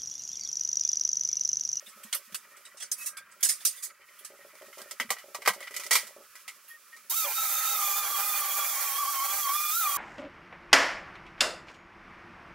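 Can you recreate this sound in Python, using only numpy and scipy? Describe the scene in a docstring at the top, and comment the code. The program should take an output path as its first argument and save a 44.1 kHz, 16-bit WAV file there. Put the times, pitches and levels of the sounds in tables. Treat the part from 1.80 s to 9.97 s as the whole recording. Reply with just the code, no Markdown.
"""Tools clatter on a steel shelf in a small workshop in fast motion, everything quick and high-pitched.
Each blow is a burst of noise through the steel's resonances; feet patter and ring the room's fixed low modes.
Boards knock together on the bench as ringing wood; then a disc sander starts, bogs down once and whines
along a board: a pitched shaft with overtones, rushing air, grit and a shaken bench.
Heard at two close microphone ports that differ in level, phase and how alike their noise is."""
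import sys
import numpy as np
from scipy import signal
from scipy.fft import rfft, irfft, next_fast_len
from scipy.io import wavfile
from scipy.ndimage import uniform_filter1d, map_coordinates

SR = 44100
rng = np.random.default_rng(int(sys.argv[2]) if len(sys.argv) > 2 else 0)


def generate_wav(signal):
    """Clip the signal to [-1, 1] and save it as 16-bit WAV at the path in sys.argv[1]."""
    frames = np.transpose(np.atleast_2d(signal))
    scaled = np.clip(frames, -1, 1) * 32767
    pcm = np.round(scaled).astype(np.int16)
    wavfile.write(sys.argv[1], SR, pcm)


N = 360297  # samples, about 8.2 s


def amp(db):
    """Amplitude ratio of a level in dB."""
    return 10 ** (np.asarray(db) / 20)


def unit(x):
    """x scaled to an rms of 1."""
    return x / np.sqrt(np.mean(np.abs(x) ** 2) + 1e-20)


def along(points, hz):
    """Read (freq_hz, value) points on a log frequency axis."""
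    point_hz, value = np.transpose(points)
    return np.interp(np.log(hz + 1), np.log(point_hz + 1), value)


def curves(rows):
    """One value per sample for each column after the time; the end values hold."""
    s, *columns = np.transpose(rows)
    return [np.interp(np.arange(N) / SR, s, column) for column in columns]


def wobble(rate):
    """A smooth random curve, rate knots a second."""
    knots = rng.standard_normal(int(N * rate / SR) + 4)
    return map_coordinates(knots, [np.arange(N) * rate / SR])


def filtered(x, response):
    """x times a complex response of frequency."""
    size = next_fast_len(N + SR // 8, True)
    hz = np.fft.rfftfreq(size, 1 / SR)
    return irfft(rfft(x, size) * response(hz), size)[..., :N]


def shaped(spectrum):
    """Response read from (freq_hz, level_db) points."""
    return lambda hz: amp(along(spectrum, hz))


def resonant(peaks):
    """Response of (freq_hz, width_hz, level_db) resonances, added with alternating sign."""
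    def response(hz):
        total = 0
        for k, (peak_hz, width_hz, db) in enumerate(peaks):
            band = 1j * hz * width_hz
            total = total + (-1) ** k * amp(db) * band / (peak_hz ** 2 - hz ** 2 + band)
        return total
    return response


def patched(pair, depth_db, size, wide, long):
    """Random gain in patches, wide bins by long frames of a size-sample window."""
    z = signal.stft(pair, nperseg=size)[2]
    field = rng.standard_normal(z.shape[1:])
    field = uniform_filter1d(field, size=wide, axis=0)
    field = uniform_filter1d(field, size=long, axis=1)
    return signal.istft(z * amp(depth_db * unit(field)), nperseg=size)[1][:, :N]


# How alike noise is at the two ports: freq_hz, likeness (1 = identical)
LIKENESS = [(60, .7), (150, 0.6), (300, 0.48), (600, 0.94), (1200, 0.97), (2400, 1), (4000, 0.78),
            (6000, 0.16), (15000, 0.17)]


def noise(response, patchy_db=0, streaky_db=0):
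    """Stereo noise, mid rms 1: broad patches of gain, and streaks where room reflections add up for a moment."""
    pair = rng.standard_normal((2, N))
    if patchy_db:
        pair = patched(pair, patchy_db, size=256, wide=2, long=10)
    if streaky_db:
        pair = patched(pair, streaky_db, size=1024, wide=2, long=14)

    def mid_and_side(hz):
        turn = np.arccos(np.clip(along(LIKENESS, hz), -1, 1)) / 2
        return response(hz) * np.array([np.cos(turn), np.sin(turn)])

    mid, side = filtered(pair, mid_and_side)
    return np.array([mid + side, mid - side]) / np.std(mid)


def bursts(times, db, t60, rise, crack_db=-30):
    """Envelope of blows, summed as power: a crack, a quick rise, then the room's decay."""
    power, t = np.zeros(N + SR), np.arange(SR // 3) / SR
    crack = amp(crack_db) * t / 0.00068 * np.exp(1 - t / 0.00063)
    for s, level_db, fall_s, rise_s in zip(times, db, t60, rise):
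        swell = amp(-60 * t / abs(fall_s)) * (1 - np.exp(-t / abs(rise_s)))
        power[round(s * SR):][:len(t)] += (amp(level_db) * (swell + crack)) ** 2
    return np.sqrt(power[:N])


def rung(times, db, modes, spread_db, attack_s=0.003):
    """Every blow rings the (freq_hz, level_db, t60_s) modes at new strengths."""
    out, t = np.zeros(N + SR), np.arange(SR // 8) / SR
    hz, level_db, t60 = np.transpose(modes)[:, :, None]
    shapes = amp(level_db - 60 * t / t60) * np.sin(2 * np.pi * hz * t) * (1 - np.exp(-t / attack_s))
    spread = rng.normal(0, spread_db, (len(times), len(modes)))
    for s, blow_db, luck_db in zip(times, db, spread):
        out[round(s * SR):][:len(t)] += amp(blow_db + luck_db) @ shapes
    return out[:N]


# Short tones: start_s, length_s, pitch_hz, level_db
SHORT_TONES = [(.0, 0.046, 1870, -59), (.05, 0.2, 1297, -58.5), (.26, 0.046, 1860, -56),
               (.47, 0.039, 1860, -59), (.7, 0.07, 1850, -58), (1.18, 0.074, 2580, -44.5),
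               (1.19, 0.089, 1910, -55.5), (1.262, 0.036, 2670, -48), (1.29, 0.18, 1590, -52),
               (1.93, 0.077, 1960, -53), (2.58, 0.083, 1870, -56), (2.82, 0.086, 1860, -56.5),
               (3.0, 0.038, 1610, -54), (3.06, .08, 1840, -56), (4.89, 0.085, 1854, -46.5),
               (5.12, 0.049, 1850, -47.5), (5.44, 0.06, 568, -39)]


def tones():
    """Faint hums that swell and fade at one pitch, a little unsteady in phase and level."""
    out, drift = np.zeros(N), .5 * wobble(90)
    for s, length, hz, db in SHORT_TONES:
        t = np.arange(round(length * SR)) / SR
        start = max(round(s * SR), 0)
        swell = abs(np.sin(np.pi * t / length)) ** 0.8
        out[start:][:len(t)] += amp(db) * swell * np.sin(2 * np.pi * hz * t + drift[start:][:len(t)])
    return out * amp(2.6 * wobble(60))


# Room drone spectrum: freq_hz, level_db (per Hz)
DRONE_SPECTRUM = [(25, -46), (100, -22.5), (140, -22), (200, -14.5), (320, -22.5), (400, -17.5), (600, -19),
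                  (800, -22), (1000, -10), (1300, 1), (1550, -7), (1860, -5), (2100, -14.5), (2350, -7),
                  (2900, -22), (4000, -47), (6000, -70)]
# Scuffing of hands and clothes, before a small trim: start_s, level_db
HANDLING = [(0, -59.5), (.53, -57.5), (.9, -64), (1.2, -62), (1.4, -72), (1.6, -61.5), (1.75, -55.5),
            (1.93, -49), (2.08, -74), (2.3, -60.5), (2.73, -60), (3.0, -54.5), (3.2, -59.5), (3.6, -59.5),
            (3.8, -56.5), (4.04, -53), (4.2, -59), (5.3, -59.5)]
# Scuffing spectrum: freq_hz, level_db (per Hz)
SCUFF_SPECTRUM = [(1470, -35), (2500, -3.5), (3940, -7.5), (5370, -3), (8200, -4.5), (11800, -3.5),
                  (15800, -6)]
# Boards slid on the bench: start_s, level_db
BOARD_SLIDES = [(2.8, -65), (3.0, -62), (3.6, -74), (3.76, -53), (4.04, -59), (4.27, -63), (4.35, -76)]
# Resonances of the boards, slid or knocked: freq_hz, width_hz, level_db
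BOARD_MODES = [(818, 38, -9.5), (1010, 88, -2.5), (1310, 69, 6), (1600, 140, 1), (1864, 96, 4),
               (1973, 120, 12.5), (2320, 270, 4.5), (2920, 215, 3.5), (3200, 430, -0.5), (4780, 830, -6.5)]


def bustle():
    """The room's drone, the scuffing of hands and clothes, and boards sliding in gritty jerks."""
    drone_db = -61 + wobble(3.91) + 1.7 * wobble(40)
    drone = amp(drone_db) * noise(shaped(DRONE_SPECTRUM), streaky_db=3)
    slide_db = curves(BOARD_SLIDES)[0] + 5.3 * wobble(60)
    slide = amp(slide_db) * noise(resonant(BOARD_MODES), streaky_db=4.5)
    scuff_db = curves(HANDLING)[0] + 0.35 + 1.27 * wobble(30.3)
    return drone + slide + amp(scuff_db) * noise(shaped(SCUFF_SPECTRUM))


# Clearest footfalls, before the heel, sole and toe offsets: start_s, level_db
FOOTFALLS = [(0.203, -52.5), (0.353, -50), (0.527, -50), (.671, -55), (.717, -56), (.773, -55),
             (.945, -49.5), (1.023, -55), (1.114, -53), (1.244, -56), (1.564, -56), (1.634, -42.5),
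             (1.858, -46), (2.078, -55), (2.196, -55), (2.41, -50.5), (2.503, -45), (2.535, -46.5),
             (2.591, -45.5), (2.649, -44), (2.737, -45), (2.812, -44), (2.825, -40.5), (2.883, -44),
             (2.973, -40.5), (3.002, -39.5), (3.059, -45.5), (3.117, -43), (3.219, -42.5), (3.441, -44),
             (3.484, -44), (3.587, -40), (3.762, -39), (3.81, -43), (3.908, -43), (3.952, -44),
             (3.994, -43.5), (4.055, -42.5), (4.231, -45.5), (4.29, -46.5), (4.364, -39.5), (4.405, -43.5)]
# Upper level of the lighter footfalls between: start_s, level_db
LIGHT_FOOTFALLS = [(0, -52), (.5, -54.5), (1.3, -56.5), (2.3, -56.5), (3.2, -58), (3.7, -49), (4.35, -53),
                   (4.5, -57), (5.3, -56)]
# Soft low bumps, relative levels: start_s, level_db, pitch_hz
LOW_BUMPS = [(.072, -63, 209), (.16, -61, 213), (.247, -52, 216), (.475, -65, 221), (.521, -56, 199),
             (.53, -66, 130), (2.869, -65, 220), (3.012, -62, 225), (3.203, -46.5, 240),
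             (3.247, -49.5, 227), (3.28, -65, 130), (3.304, -54, 215), (3.681, -55, 131), (3.7, -49, 196),
             (3.76, -64, 210), (4.239, -63, 212), (4.376, -63, 225)]
# Room modes rung by feet and knocks: freq_hz, level_db, t60_s
ROOM_MODES = [(419, -6.5, 0.044), (490, -7, 0.018), (576, 4, 0.027), (710, -20, 0.042), (816, -10, 0.033)]
PATTER_GAP_S, PATTER_SCATTER = .078, .4  # scatter is a share of the gap


def steps():
    """Heel, sole, toe: each rings the low room modes; lighter steps keep a loose pace; bumps boom deeper."""
    beats = np.arange(0, 5.25, PATTER_GAP_S)
    luck = rng.random((len(beats), 2))
    light_s = beats + PATTER_GAP_S * PATTER_SCATTER * luck[:, 0]
    light_db = np.interp(light_s, *np.transpose(LIGHT_FOOTFALLS)) - 6 * luck[:, 1]
    s, db = np.hstack([np.transpose(FOOTFALLS), [light_s, light_db]])
    feet = np.zeros(N)
    for late_s, part_db in [(0, 2), (.016, -1), (.032, -7.5)]:  # heel, sole, toe
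        feet += rung(s + late_s, db + part_db, ROOM_MODES, spread_db=3.0)
    bumps, t = np.zeros(N + SR), np.arange(SR // 8) / SR
    for bump_s, bump_db, hz in LOW_BUMPS:
        decay = amp(bump_db + 11.5 - 60 * t / 0.068)
        bumps[round(bump_s * SR):][:len(t)] += decay * np.sin(2 * np.pi * hz * t) * (1 - np.exp(-t / 0.0066))
    return feet + bumps[:N]


# Tools landing on the shelf (quick rise) or dragged over it (slow rise); body and top are relative to level:
# start_s, level_db, body_db, top_db, t60_s, rise_s
TOOL_BLOWS = [(0.061, -48, -1, -6, .18, 0.0033), (.0832, -38, -12, -13, 0.13, .011),
              (.2323, -42, -1.5, -3, 0.16, .0035), (0.327, -18.5, -4.5, -16, 0.1, 0.0022),
              (.345, -22, -12, -1.5, .11, 0.0024), (.5227, -43, 3, -20, .062, .003),
              (.5446, -23.5, -12, -9, .11, 0.0011), (.7644, -38, -10, -11, 0.089, .01),
              (.851, -39.5, -10.5, -24, 0.15, 0.0029), (0.97, -39.5, -14.5, -22, 0.26, .002),
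              (.999, -26, -10, -23, 0.12, .012), (1.0194, -20.5, -14, -37, 0.11, 0.0094),
              (1.115, -18.5, -25.5, -8, 0.11, .0012), (1.1794, -38, -20, 3, .16, .012),
              (1.2044, -31, -20, -6, 0.31, 0.011), (1.259, -16.5, -24, -7.5, .12, 0.01),
              (1.369, -37.5, 1.5, -27, 0.13, .0024), (1.5125, -41, -33, -24, 0.1, 0.0078),
              (1.6057, -42, -8, 1, 0.095, 0.0024), (1.6283, -13, -19, -7.5, 0.2, 0.0019),
              (1.6464, -12, -35, -15, 0.12, .003), (1.687, -10.5, -24.5, -12, .16, 0.0055),
              (1.8038, -32, -5, -27, 0.11, .012), (1.8505, -13.5, -18.5, -5, 0.11, 0.00092),
              (1.863, -15.5, -40, -10, 0.15, .0012), (1.9494, -36.5, -15, -7, .39, 0.018),
              (2.0247, -19.5, -22, -8, .15, 0.016), (2.388, -49, -3.5, 4.5, 0.13, 0.0027),
              (2.447, -30, -16, -14, 0.12, .0018), (4.877, -49.5, 0.5, 10, .21, .014)]
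# Resonances of the steel shelf: freq_hz, width_hz, level_db
SHELF_MODES = [(3730, 27, -17), (5030, 660, 4.5), (6270, 220, 4), (6760, 160, 6), (7830, 270, 5),
               (9030, 350, 11.5), (9110, 1160, 5), (9270, 430, 3)]
# The shelf's top end: freq_hz, level_db (per Hz)
SHELF_SHEEN = [(7000, -61.5), (10000, -2), (11200, 0), (13500, -4), (15800, -8)]


def clatter():
    """Tools land and drag on sheet steel: a wash in its resonances, a sheen above, a shorter body below."""
    s, db, body_db, top_db, t60, rise = np.transpose(TOOL_BLOWS)
    tilt = [(1500, -20.0), (4000, 1.5), (9500, 3.0), (12000, -6), (16000, -40)]
    body_spectrum = [(60, -90), (250, -43), (700, -15.5), (1200, -4.0), (1860, 3), (2600, -1.5), (3500, 0),
                     (6000, -10)]
    bright = lambda hz: (resonant(SHELF_MODES)(hz) + amp(-7.0)) * shaped(tilt)(hz)
    wash = bursts(s, db - 8.5, t60, rise) * noise(bright, patchy_db=2.5, streaky_db=4.0)
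    sheen = bursts(s, db + top_db - 3.5, 0.93 * t60, rise) * noise(shaped(SHELF_SHEEN))
    body = bursts(s, db + body_db + 1.5, 0.9 * t60, rise) * noise(shaped(body_spectrum), patchy_db=7.5)
    return wash + sheen + body


# Stick-slip on the steel: start_s, length_s, slips_hz, level_db
STEEL_SQUEAKS = [(1.16, 0.071, 610, -56), (2.022, 0.048, 700, -45)]


def squeaks():
    """Regular slips give a stack of overtones, uneven in strength, strongest near 8 kHz."""
    out, k = np.zeros(N), np.arange(5, 24)[:, None]  # overtone numbers
    draws = rng.normal(0, 1, (len(STEEL_SQUEAKS), 2, len(k), 1))
    for (s, length, rate, db), (strength, phase) in zip(STEEL_SQUEAKS, draws):
        t = np.arange(round(length * SR)) / SR
        level_db = 1.4 * strength - 9 * np.log2(k * rate / 8000) ** 2
        stack = np.sum(amp(level_db) * np.sin(2 * np.pi * (k * rate * t + phase)), axis=0)
        out[round(s * SR):][:len(t)] += amp(db) * np.sin(np.pi * t / length) * stack
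    return out


# Boards laid down; treble and thud are relative to level: start_s, level_db, treble_db, thud_db, t60_s
BOARD_KNOCKS = [(2.7535, -47, -2, -8, 0.035), (2.8195, -46, -7, -8, 0.068), (2.9283, -43, -20, -23, 0.12),
                (2.9803, -43.5, -4, -6, .19), (3.0168, -44, 4.5, -8, .05), (3.1104, -34.5, 1, -21, .087),
                (3.1993, -19, -12, -21, .11), (3.292, -39.5, -9, -12, 0.073), (3.3041, -22, -1.5, -8, 0.11),
                (3.366, -36.5, -20, -15, 0.067), (3.384, -41.5, -6.5, -18, 0.18),
                (3.5464, -33, -2, -4, 0.11), (3.619, -36, -8.5, -11, 0.11), (3.652, -33, -9, -16, .08),
                (3.6597, -16, -15, -27, 0.059), (3.675, -12, -7, -9, .11), (3.735, -40.5, 0, -7, 0.14),
                (3.8052, -39, -5, -12, .11), (3.826, -34.5, -14, -24, 0.14), (3.8729, -30, -18, -24, .073),
                (3.909, -39, -7, -12, .066), (3.9415, -36.5, -4, -21, 0.13), (3.964, -31, 2, -24, 0.099),
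                (3.997, -34.5, -4, -17, 0.18), (4.0357, -37.5, -1.5, -34, .15),
                (4.0643, -34, -0.5, -23, 0.067), (4.1093, -19, -2, -18, 0.3),
                (4.131, -19, -1.5, -29, 0.095), (4.1536, -15.5, -3, -17, .13),
                (4.2688, -45, 1.5, -11, 0.16), (4.5537, -41, -6.5, -44, 0.18),
                (4.679, -32.5, -6.5, -43, 0.14), (5.1284, -48, -24, -24, 0.13),
                (5.1636, -50.5, 0, -16, 0.16)]
# Spectrum of the low thud: freq_hz, level_db (per Hz)
THUD_SPECTRUM = [(40, -75), (90, -43), (130, -29), (240, -21), (340, -23), (480, -3.5), (800, -4),
                 (1200, 3.5), (1600, -63), (2600, -120)]
# Spectrum of the snap: freq_hz, level_db (per Hz)
SNAP_SPECTRUM = [(2060, -33), (3500, -2.5), (5140, 2), (8680, 1.5), (10100, -0.5), (14400, -3), (15800, -6)]


def knocks():
    """Wood on wood: board resonances, a snap above them, a thud below that sets the room booming."""
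    s, db, treble_db, thud_db, t60 = np.transpose(BOARD_KNOCKS)
    rise = np.full(len(s), 0.0021)  # seconds
    board = bursts(s, db - 5, t60, rise, crack_db=-6.5) * noise(resonant(BOARD_MODES), streaky_db=4)
    snap_envelope = bursts(s, db + treble_db - 1, 0.96 * t60, rise, crack_db=-4.5)
    snap = snap_envelope * noise(shaped(SNAP_SPECTRUM), patchy_db=-1.5)
    boom = rung(s + 0.00385, db + thud_db - 1.5, ROOM_MODES, spread_db=1.5)
    # a resonance's width sets how long it rings freely
    free_modes = [(hz, top_db, np.log(1000) / (np.pi * width)) for hz, width, top_db in BOARD_MODES]
    ring = rung(s, db - 17.5, free_modes, spread_db=2.5, attack_s=0.00037)
    thud = bursts(s, db + thud_db + 1.5, 0.93 * t60, 0.31 * rise) * noise(shaped(THUD_SPECTRUM))
    return board + ring + snap + boom + thud


def line(turn, db, rough, rate):
    """A sine whose rough share is scattered into a noisy skirt about rate Hz wide."""
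    skirt = wobble(rate) * np.sin(turn) + wobble(rate) * np.cos(turn)
    return amp(db) * (np.sqrt(2 - 2 * rough) * np.sin(turn) + np.sqrt(rough) * unit(skirt))


# Sander shaft, before its small wobbles: start_s, pitch_hz, level_db
SHAFT_WHINE = [(5.305, 930, -47), (5.358, 1302, -44.5), (5.385, 1340, -39), (5.44, 1270, -36.5),
               (5.495, 850, -44), (5.52, 900, -49), (5.552, 1266, -54), (5.582, 1334, -31.5),
               (5.707, 1250, -42.5), (5.922, 1330, -34.5), (5.976, 1250, -36.5), (6.126, 1180, -39.5),
               (6.201, 1246, -36.5), (6.261, 1160, -39.5), (6.376, 1155, -36.5), (6.41, 1202, -40),
               (6.525, 1236, -39), (6.665, 1150, -39.5), (6.8, 1165, -34.5), (6.884, 1210, -41.5),
               (6.974, 1110, -42), (7.03, 1155, -42), (7.124, 1095, -39.5), (7.2, 1160, -33),
               (7.268, 1110, -31), (7.313, 1146, -36), (7.403, 1075, -33), (7.443, 1140, -35.5),
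               (7.593, 1190, -42.5), (7.688, 1102, -32), (7.767, 1206, -33), (7.902, 1210, -37),
               (7.988, 1420, -35), (8.062, 1198, -29), (8.127, 1126, -37), (8.17, 1142, -31)]
# Disc pressed on the board: start_s, contact_db
DISC_CONTACT = [(5.3, -20), (5.32, -4.5), (5.38, -13), (5.43, -7), (5.465, 2), (5.53, -6.5), (5.56, -9),
                (5.585, -3), (5.88, -1), (6.3, 0), (7.0, -1), (7.58, -2.5), (7.63, -4), (7.7, 0.5),
                (7.78, -4.5), (7.86, -6), (7.93, -6.5), (7.96, -15), (8.04, -2.5), (8.17, -4.5)]
# Overtones and gear lines, before the housing's lift: multiple of the shaft, level_db, rough share, flicker_db
SHAFT_LINES = [(2, -53.5, .9, 4.5), (2.865, -47, 0.71, 4.5), (4, -58.5, 1.2, 5), (5, -53.5, 1.3, 1),
               (5.73, -56, 1.2, -2)]
# Housing resonances that lift the lines crossing them: freq_hz, width_hz, lift_db
HOUSING_MODES = [(2415, 66, 17), (3800, 270, 7)]
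# Spectrum of the rushing air: freq_hz, level_db (per Hz)
AIR_SPECTRUM = [(2000, -41), (3000, -16.5), (4000, -10.5), (4440, -6.5), (5090, -8), (6160, -3),
                (7410, -4.5), (9350, -5), (13000, 1), (15200, -0.5), (15800, -0.5)]
# Resonances of the grit: freq_hz, width_hz, level_db
GRIT_MODES = [(1376, 61, 5), (1596, 19, 7.5), (1720, 370, -5), (2045, 113, 1), (2225, 33, 2), (2406, 38, 7),
              (3030, 1100, -7.5), (4470, 1600, -28)]
# Resonances of the bench: freq_hz, width_hz, level_db
BENCH_MODES = [(467, 33, -10.5), (589, 27, -3.5), (804.3, 23.7, 8), (1045, 30, 1)]
# Low rumble that follows the air: freq_hz, level_db (per Hz)
RUMBLE_SPECTRUM = [(15, -46), (25, -12), (60, -11), (215, -14.5), (329, -11), (404, -0.5), (450, -26),
                   (580, -38), (990, -120)]
START_S, START_PUFF_DB, START_PUFF_S = 5.296, 14.5, 0.024
CRUISE_HZ, SLOW_HZ = 1189, 1065  # speed at which AIR_DB holds; below the slow speed air falls no further
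AIR_DB, AIR_POWER = -30.5, 2.23  # air amplitude grows as this power of speed
BENCH_DB, BENCH_GROWS, GRIT_DB, GRIT_GROWS = -45.5, 1.63, -42, 0.57  # at 0 dB contact; dB per dB of contact
DAMPING = 0.55  # share of the housing's lift lost in a hard bite


def sander():
    """Shaft whine with overtones and gear lines, rougher the harder the disc bites; air, grit, shaken bench."""
    hz, whine_db = curves(SHAFT_WHINE)
    contact_db, = curves(DISC_CONTACT)
    since = np.arange(N) / SR - START_S
    hz = hz * (1 + 0.00716 * wobble(45))
    turn = 2 * np.pi * np.cumsum(hz) / SR
    bite = np.clip(0.67 + contact_db / 16, .25, 1)
    slow_db = np.minimum(0, (hz - 1090) / 12)  # the upper lines die away when the shaft is slow
    whine = line(turn, whine_db + 1.2 * bite * wobble(25), 0.69 * bite, rate=140)
    for multiple, db, rough, flicker_db in SHAFT_LINES:
        lift_db = 0
        for peak_hz, width, top_db in HOUSING_MODES:
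            lift_db = lift_db + top_db / (1 + (2 * (multiple * hz - peak_hz) / width) ** 2)
        lift_db = lift_db * (1 - DAMPING * bite)
        flicker = flicker_db * (0.53 + 0.41 * bite) * wobble(35)
        whine += line(multiple * turn, db + lift_db + slow_db + flicker, np.clip(rough * bite, 0, 1), rate=130)

    grab = wobble(50)  # uneven contact shakes bench and grit together
    speed_db = 20 * AIR_POWER * np.log10(np.maximum(hz, SLOW_HZ) / CRUISE_HZ)
    air_db = AIR_DB + speed_db + START_PUFF_DB * np.exp(-abs(since) / START_PUFF_S)
    air_sway_db = 0.056 * contact_db + 0.27 * wobble(90) + 0.64 * grab + 0.68 * wobble(17)
    air = amp(air_db + air_sway_db) * noise(shaped(AIR_SPECTRUM), patchy_db=1.5, streaky_db=3.0)
    grit_db = GRIT_DB + GRIT_GROWS * contact_db + 1.8 * grab + 0.89 * wobble(15)
    grit = amp(grit_db) * noise(resonant(GRIT_MODES), streaky_db=3.5)
    bench_db = BENCH_DB + BENCH_GROWS * contact_db + 2.0 * grab + 1.2 * wobble(15)
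    bench = amp(bench_db) * noise(resonant(BENCH_MODES))
    rumble = amp(air_db - 42.5 + 1.5 * grab) * noise(shaped(RUMBLE_SPECTRUM))
    fade_in = np.clip(since / 0.014, 0, 1)
    return fade_in * (whine + air + grit + bench + rumble)


# Left port level minus right: freq_hz, level_db
PORT_LEAN = [(300, -1), (2400, -0.3), (4000, -1), (8000, -5.5), (15000, -4.5)]
# Phase by which the left port leads: freq_hz, lead_rad
PORT_LEAD = [(2400, -0.144), (4700, 0.078), (5900, -0.009), (6300, 0.82), (6900, -0.45), (7400, 1.9),
             (8400, 1.3), (10300, 0.091), (12000, -.6), (13300, 0.34), (15500, -.4)]
BLOW_LOW_HZ = 140  # blows carry little below this


def scene():
    """All sources at two close ports: the left is a little softer, most in the treble, and shifted in phase."""
    low_cut = lambda hz: (1j * hz / (BLOW_LOW_HZ + 1j * hz)) ** 2
    blows = filtered(clatter() + knocks(), low_cut)
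    here = tones() + bustle() + steps() + blows + squeaks() + sander()

    def ports(hz):
        halves = [.5, -.5]  # left, right
        level = amp(np.outer(halves, along(PORT_LEAN, hz)))
        return level * np.exp(1j * np.outer(halves, along(PORT_LEAD, hz)))

    return filtered(here, ports)


TOP_HZ = 15760


def record(dry):
    """Nothing passes above the band limit."""
    return filtered(dry, lambda hz: hz < TOP_HZ)


dry = scene()
out = record(dry)
generate_wav(out)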